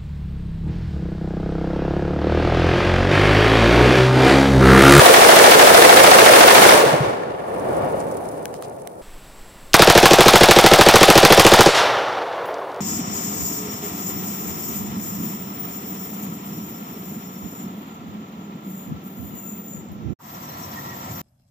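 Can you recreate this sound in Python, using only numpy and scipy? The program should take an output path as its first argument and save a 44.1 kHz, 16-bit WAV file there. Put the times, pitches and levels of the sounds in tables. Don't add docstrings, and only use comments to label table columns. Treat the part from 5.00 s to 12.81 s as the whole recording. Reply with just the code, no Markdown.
import sys
import numpy as np
from scipy import signal
from scipy.io import wavfile

SR = 44100
rng = np.random.default_rng(int(sys.argv[2]) if len(sys.argv) > 2 else 0)


def generate_wav(signal):
    frames = np.transpose(np.atleast_2d(signal))
    scaled = np.clip(frames, -1, 1) * 32767
    pcm = np.round(scaled).astype(np.int16)
    wavfile.write(sys.argv[1], SR, pcm)


N = 344244
SWITCH_S = 4.018
GRASS_SHIFT_S = 4.926


def amp(db):
    return 10 ** (np.asarray(db) / 20)


def rms_one(x):
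    return x / np.sqrt(np.mean(x ** 2) + 1e-20)


def in_time(rows):
    s, *columns = np.transpose(rows)
    return [np.interp(np.arange(N) / SR, s, c) for c in columns]


def at_hz(points, hz):
    table_hz, values = np.array(points).T
    return np.interp(np.log(hz), np.log(table_hz), values)


def band(x, low_hz, high_hz):
    edges_hz = [low_hz, min(high_hz, .45 * SR)]
    return signal.sosfilt(signal.butter(2, edges_hz, "band", fs=SR, output="sos"), x)


def drift(rate_hz):
    step = 40
    pole = np.exp(-2 * np.pi * rate_hz * step / SR)
    noise = rng.standard_normal(N // step + 2002)
    slow = signal.lfilter([1], [1, -2 * pole, pole * pole], noise)[2000:]
    return np.interp(np.arange(N) / step, np.arange(len(slow)), rms_one(slow))


def add(out, s, sound):
    i = round(s * SR)
    sound = sound[..., max(-i, 0):N - i]
    start = max(i, 0)
    out[..., start:start + sound.shape[-1]] += sound


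def puff(low_hz, high_hz, hold_s, t60_s, channels):
    t = np.arange(int((hold_s + t60_s) * SR)) / SR
    noise = rms_one(band(rng.standard_normal((channels, len(t))), low_hz, high_hz))
    return noise * amp(-60 * np.maximum(t - hold_s, 0) / t60_s)


def tick(peak_db, low_hz, high_hz, t60_s, channels):
    sound = puff(low_hz, high_hz, 0.0002, t60_s, channels)
    return amp(peak_db) * sound / np.abs(sound).max()


def settle(last_shot_s, firing_db, final_db, time_s):
    since = np.maximum(np.arange(N) / SR - last_shot_s, 0)
    return final_db + (firing_db - final_db) * np.exp(-since / time_s)


# (frequency [Hz], share of power common to left and right [0..1])
STEREO_LIKENESS = [(60, 1), (300, 0.94), (700, 0.49), (1500, 0.68), (3000, 0.49), (15000, 0.45)]


def banded(colour, white, patchy_db, treble_db=0, bass_db=0):
    out = 0
    patches = drift(45)
    edges = 36 * 2 ** np.arange(0, 9.1, 1 / 3)
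    for k, (low, high) in enumerate(zip(edges, edges[1:])):
        hz = np.sqrt(low * high)
        mid, side = band(white[k % 2], low, high)
        alike = np.clip(at_hz(STEREO_LIKENESS, hz), 0, 1)
        treble = treble_db * max(np.log2(hz / 650), 0) / 2
        bass = bass_db * np.clip(np.log2(330 / hz), 0, 1)
        gain = amp(at_hz(colour, hz) + (treble + bass) + patchy_db * patches)
        out = out + gain * (np.sqrt(alike) * mid + np.sqrt(1 - alike) * side * [[1], [-1]])
    return out * np.sqrt(SR / 2 / 650)


# (time [s], hiss strength [dB])
SHOTS = [(4.741, 1.5), (4.8206, 0), (4.8992, -1.5), (4.9765, -1), (5.056, 0.5), (5.133, -2), (5.2064, 0),
         (5.282, 1), (5.3563, 0.5), (5.4331, 0), (5.51, 0), (5.5868, -1), (5.6617, -1), (5.735, -0.5),
         (5.8105, 0), (5.8864, 0), (5.9571, 0), (6.0303, 0.5), (6.1014, 0), (6.177, -1), (6.25, -0.5),
         (6.323, 0.5), (6.3958, 1), (6.4654, 0), (6.5365, -1.5), (6.607, 0)]


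def burst(shift_s, waves, hiss, channels, vary, rough):
    tones, noise = np.zeros(N), np.zeros((channels, N))
    for shot_s, shot_db in SHOTS:
        s = shot_s - shift_s
        chances = rng.standard_normal((len(waves), 3))
        for (delay_ms, first_hz, last_hz, glide_ms, t60_ms, db), (a, b, c) in zip(waves, chances):
            t_ms = np.arange(int(t60_ms * SR / 1000)) / SR * 1000
            shake = signal.lfilter([.2], [1, -.98], rng.standard_normal(len(t_ms)))
            glide_hz = last_hz + (first_hz - last_hz) * np.exp(-t_ms / glide_ms)
            hz = glide_hz * (1 + 0.047 * vary * a + rough * shake)
            level = amp(db + 2 * vary * b - 60 * t_ms / t60_ms)
            add(tones, s + (delay_ms + 0.18 * vary * c) / 1000, np.sin(2 * np.pi * np.cumsum(hz) / SR) * level)
        for delay_ms, low_hz, high_hz, hold_ms, t60_ms, db in hiss:
            jet = puff(low_hz, high_hz, hold_ms / 1000, t60_ms / 1000, channels)
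            add(noise, s + delay_ms / 1000, amp(db + shot_db) * jet)
    return tones, noise


def roll(rows, colour, treble, bass, shift_s, grain):
    answer_lag_s = 0.052
    last_shot_s = SHOTS[-1][0] - shift_s + answer_lag_s
    trunks_per_s = 120
    trunks = (rng.random(N) < trunks_per_s / SR) * amp(2.6 * np.minimum(rng.exponential(1, N), 4))
    clicks = grain * rms_one(trunks) * [[1], [.3]]
    white = rms_one(rng.standard_normal((2, 2, N)) + clicks)
    treble_db, bass_db = settle(last_shot_s, **treble), settle(last_shot_s, **bass)
    return amp(in_time(rows)[0]) * banded(colour, white, 1.0, treble_db, bass_db)


# (delay [ms], first pitch [Hz], last pitch [Hz], glide [ms], t60 [ms], level [dB])
GRASS_WAVES = [(11.634, 770, 710, 3.7, 60, 1), (16.61, 1600, 200, 0.94, 43, -24),
               (22.9, 750, 710, 5.2, 16, -9.5), (27.48, 2000, 336, 3.7, 12, -2.5),
               (32.25, 2100, 770, 3.8, 8.7, -6), (38.9, 863, 940, 1.1, 49, -5.5),
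               (47.1, 748, 465, 2.06, 61, -1.5), (54.87, 196, 870, 2.1, 24, -10.5),
               (61.1, 810, 230, 3.8, 21, -8), (66.16, 626, 506, 1.56, 29, -6)]
# (delay [ms], low [Hz], high [Hz], hold [ms], t60 [ms], level [dB])
GRASS_HISS = [(1.845, 1400, 23000, 5.8, 45, -18.5), (7.957, 490, 3800, 9, 33, -10.5),
              (31.07, 840, 5500, 13, 33, -17), (11.91, 1100, 2040, 2.96, 15, -8),
              (33.94, 720, 1840, 2.2, 14, -14.5), (40.65, 1140, 2000, 2.91, 13, -8)]


def grass_shots():
    tones, noise = burst(GRASS_SHIFT_S, GRASS_WAVES, GRASS_HISS, channels=2, vary=0.92, rough=0.11)
    return tones + noise * amp([[0], [1]])


# (time [s], level [dB])
GRASS_ROLL = [(0, -11.5), (1.75, -11.5), (2.0, -19.5), (2.2, -24.5), (2.37, -28.5), (2.8, -20.5),
              (3.3, -29), (3.5, -32), (4.02, -38.5)]
# (frequency [Hz], level per Hz [dB])
GRASS_ROLL_COLOUR = [(40, -16), (120, -6), (260, -5.5), (480, 3.5), (800, 1), (1300, -1.5), (2500, -5.5),
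                     (6000, -9.5), (16000, -14.5)]


def grass_roll():
    treble = dict(firing_db=-4, final_db=-35, time_s=1)
    bass = dict(firing_db=-8.5, final_db=4.1, time_s=0.33)
    return roll(GRASS_ROLL, GRASS_ROLL_COLOUR, treble, bass, GRASS_SHIFT_S, grain=0.72)


# (time [s], level [dB], frequency [Hz])
ECHOES = [(1.837, -4.5, 450), (1.858, -21, 140), (1.93, -17, 145), (1.939, -10.5, 614), (2.002, -13, 140),
          (2.07, -22, 120), (2.539, -24, 447), (2.769, -15, 760), (2.837, -16, 528), (2.943, -15, 557),
          (3.121, -20, 540), (3.506, -35, 619), (3.824, -34, 575)]


def late_fronts():
    out = np.zeros(N)
    for s, db, hz in ECHOES:
        cycles = np.arange(int(6 * SR / hz)) * hz / SR
        add(out, s, amp(db) * np.sin(2 * np.pi * cycles) * cycles * np.exp(1 - cycles / 1.15))
    return out


# (time [s], level [dB])
PATTER = [(1.9, -60), (2.1, -72), (2.49, -53.5), (2.81, -48.5), (3.58, -55), (4.02, -58)]
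# (frequency [Hz], level per Hz [dB])
PATTER_COLOUR = [(2000, 2), (5000, 7), (8000, 6.5), (9400, 17.5), (11000, 4.5), (16000, 3.5)]


def patter():
    grains_per_s = 2500 * amp(3 * drift(40))
    falls = rng.random((2, 2, N)) < grains_per_s / SR
    heights = amp(3.3 * np.minimum(rng.exponential(1, falls.shape), 5))
    grains = falls * heights * rng.choice([-1, 1], falls.shape)
    return amp(in_time(PATTER)[0]) * rms_one(banded(PATTER_COLOUR, grains, patchy_db=1.0))


def panned(db, pan_db):
    return np.array([[db + pan_db / 2], [db - pan_db / 2]])


# (time [s], level [dB], left minus right [dB])
CLODS = [(2.5955, -34, -7), (2.7686, -35, -9.5), (2.822, -40, -7.5), (2.8464, -38, -8), (2.9233, -41, -8.5),
         (3.0016, -32, -10), (3.1133, -35, -10), (3.1697, -34, -13), (3.256, -38, -9), (3.2879, -31, -5),
         (3.4276, -39, -2), (3.683, -46, -8), (3.6965, -40, -8.5), (3.8187, -41, -16)]


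def clods():
    out = np.zeros((2, N))
    for s, db, pan_db in CLODS:
        add(out, s, tick(panned(db, pan_db), low_hz=4800, high_hz=11000, t60_s=0.022, channels=2))
    return out


# (time [s], level [dB], low [Hz], high [Hz])
SLIDES = [(2.994, -47, 4500, 9000), (3.548, -52, 2500, 7000), (3.632, -46.5, 2000, 7500)]


def slides():
    out = np.zeros((2, N))
    for s, db, low_hz, high_hz in SLIDES:
        add(out, s, amp(db) * puff(low_hz, high_hz, hold_s=.02, t60_s=.04, channels=2))
    return out


# (time [s], crack level [dB], left minus right [dB])
STONES = [(3.4555, -17, 9), (3.5412, -25, 0), (3.6243, -21.5, -7), (3.8737, -26, -17)]


def stones():
    out = np.zeros((2, N))
    for s, db, pan_db in STONES:
        add(out, s, tick(panned(db, pan_db), low_hz=920, high_hz=13500, t60_s=.004, channels=2))
        add(out, s, tick(db - 3.5, low_hz=220, high_hz=1700, t60_s=0.011, channels=1))
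    return out


def in_the_grass():
    left_lag = 19
    port_hz, port_width_hz = 9280, 1800
    port_db, bright_db = [-12, -0.5], -8
    air = grass_shots() + grass_roll() + late_fronts()
    air = np.array([np.roll(air[0], left_lag), air[1]])
    air = air + patter() + clods() + slides() + stones()
    cavity = band(air, port_hz - port_width_hz / 2, port_hz + port_width_hz / 2)
    left, right = air + amp(port_db)[:, None] * cavity
    right = right + amp(bright_db) * band(air[1], 5600, 17000)
    return np.array([left, right])


# (frequency [Hz], level per Hz [dB])
FIELD_COLOUR = [(35, -27), (60, -21), (127, -3), (968, -8.5), (1550, -12.5), (3850, -17.5), (6430, -23),
                (7750, -28), (9130, -22.5), (16000, -26.5)]


def field(firing):
    white = rng.standard_normal((2, 2, N))
    return amp(-46.5 - 4.5 * firing) * rms_one(banded(FIELD_COLOUR, white, patchy_db=0.0)[0])


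def wind():
    return amp(-39.5) * rms_one(band(rng.standard_normal(N), 4.5, 22))


def insects():
    return amp(-57.5 + 1.4 * drift(30)) * rms_one(band(rng.standard_normal(N), 7450, 8150))


def hammer():
    out = np.zeros(N)
    add(out, 4.7335, tick(-5, low_hz=2500, high_hz=5500, t60_s=.014, channels=1)[0])
    return out


# (delay [ms], first pitch [Hz], last pitch [Hz], glide [ms], t60 [ms], level [dB])
SHOOTER_WAVES = [(3.68, 194, 136, 0.75, 20.2, 6.5), (2.38, 500, 337, 1.2, 16, 13),
                 (7.12, 695, 480, 1.55, 20.5, 1.5), (11.67, 884, 758, 3, 17.3, 2.5),
                 (23.84, 726, 760, 3, 50, -8.5), (35.3, 870, 700, 1, 18, -3.5),
                 (52.54, 896, 520, 1.25, 71, -3.5), (56.99, 559, 335, 2.38, 33.5, 5.5),
                 (60.1, 820, 760, 2.4, 24, 2), (63.63, 150, 157, 2.4, 62, -6),
                 (66.03, 610, 310, 2.5, 25, 1.5), (70, 920, 400, 1.2, 14, 0.5),
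                 (81.64, 550, 326, 5.9, 24, 1)]
# (delay [ms], low [Hz], high [Hz], hold [ms], t60 [ms], level [dB])
SHOOTER_HISS = [(0, 1030, 5300, 0.56, 39, 4), (0.303, 8100, 15300, 1.15, 52, -8),
                (1.986, 645, 1460, 1.4, 23.3, 10), (5.966, 370, 4300, 9.4, 59, -8),
                (9.02, 3400, 3650, 5.6, 100, -20.5), (23.9, 4300, 13000, 0.91, 27, -15.5),
                (42.5, 2500, 15000, 11, 42, -26.5), (52.27, 370, 4640, 4.4, 168, -9),
                (140.2, 790, 5350, 38, 330, -21)]


def shooter_shots():
    tones, noise = burst(0, SHOOTER_WAVES, SHOOTER_HISS, channels=1, vary=.4, rough=.045)
    return tones + noise[0]


# (time [s], level [dB])
SHOOTER_ROLL = [(4.76, -23.5), (4.92, -23.5), (6.6, -22), (6.72, -26), (6.79, -19), (7.0, -25),
                (7.2, -28.5), (7.81, -32)]
# (frequency [Hz], level per Hz [dB])
SHOOTER_ROLL_COLOUR = [(40, -9), (150, 13), (260, -9.5), (500, 3), (780, 3.5), (1300, 2.5), (2500, -4),
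                       (3500, -1), (4500, -8.5), (5800, -6), (7500, -39.5), (11000, -19.5), (16000, -35)]


def shooter_roll():
    treble = dict(firing_db=-1.26, final_db=-47, time_s=2.05)
    bass = dict(firing_db=-15.5, final_db=-29, time_s=0.58)
    return roll(SHOOTER_ROLL, SHOOTER_ROLL_COLOUR, treble, bass, shift_s=0, grain=0.15)[0]


# (time [s], level [dB])
TICKS = [(7.3294, -37), (7.4564, -36), (7.5423, -28), (7.5844, -40), (7.7174, -38), (7.7444, -38),
         (7.7608, -39)]


def gear_ticks():
    out = np.zeros(N)
    for s, db in TICKS:
        add(out, s, tick(db, low_hz=3500, high_hz=6500, t60_s=0.011, channels=1)[0])
    return out


# (frequency [Hz], level [dB], t60 [s])
CASE_MODES = [(10550, -52, .2), (14830, -47.5, .25), (15400, -62, .08)]


def ringing_case():
    out = np.zeros(N)
    t = np.arange(int(.3 * SR)) / SR
    flutter = 1 + .5 * np.cos(2 * np.pi * 38 * t)
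    modes = sum(amp(db - 60 * t / t60_s) * np.sin(2 * np.pi * hz * t) for hz, db, t60_s in CASE_MODES)
    add(out, 7.457, flutter * modes)
    return out


def by_the_shooter():
    firing = np.arange(N) > (SHOTS[0][0] + .01) * SR
    calm = (wind() + insects()) * ~firing
    shots = hammer() + shooter_shots() + shooter_roll() * firing
    return field(firing) + calm + shots + gear_ticks() + ringing_case()


def scene():
    return np.where(np.arange(N) < SWITCH_S * SR, in_the_grass(), by_the_shooter())


def record(dry):
    near = np.arange(N) > SWITCH_S * SR
    saturated = dry / (1 + np.abs(dry) ** 6) ** (1 / 6)
    pole = np.exp(-1 / (.015 * SR))
    loud = signal.lfilter([1 - pole], [1, -pole], saturated ** 2) * near
    release = .6 * np.arange(N) / SR
    held = np.maximum.accumulate(loud + release) - release
    levelled = saturated / (1 + 1.3 * held)
    far_cut, near_cut = (signal.lfilter(*signal.butter(1, hz, "high", fs=SR), levelled) for hz in (110, 8))
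    cut = np.clip(np.where(near, near_cut, far_cut), -1, 1)
    top_cut = signal.cheby2(16, 50, 16300, fs=SR, output="sos")
    return np.clip(signal.sosfilt(top_cut, cut), -1, 1)


dry = scene()
out = record(dry)
generate_wav(out)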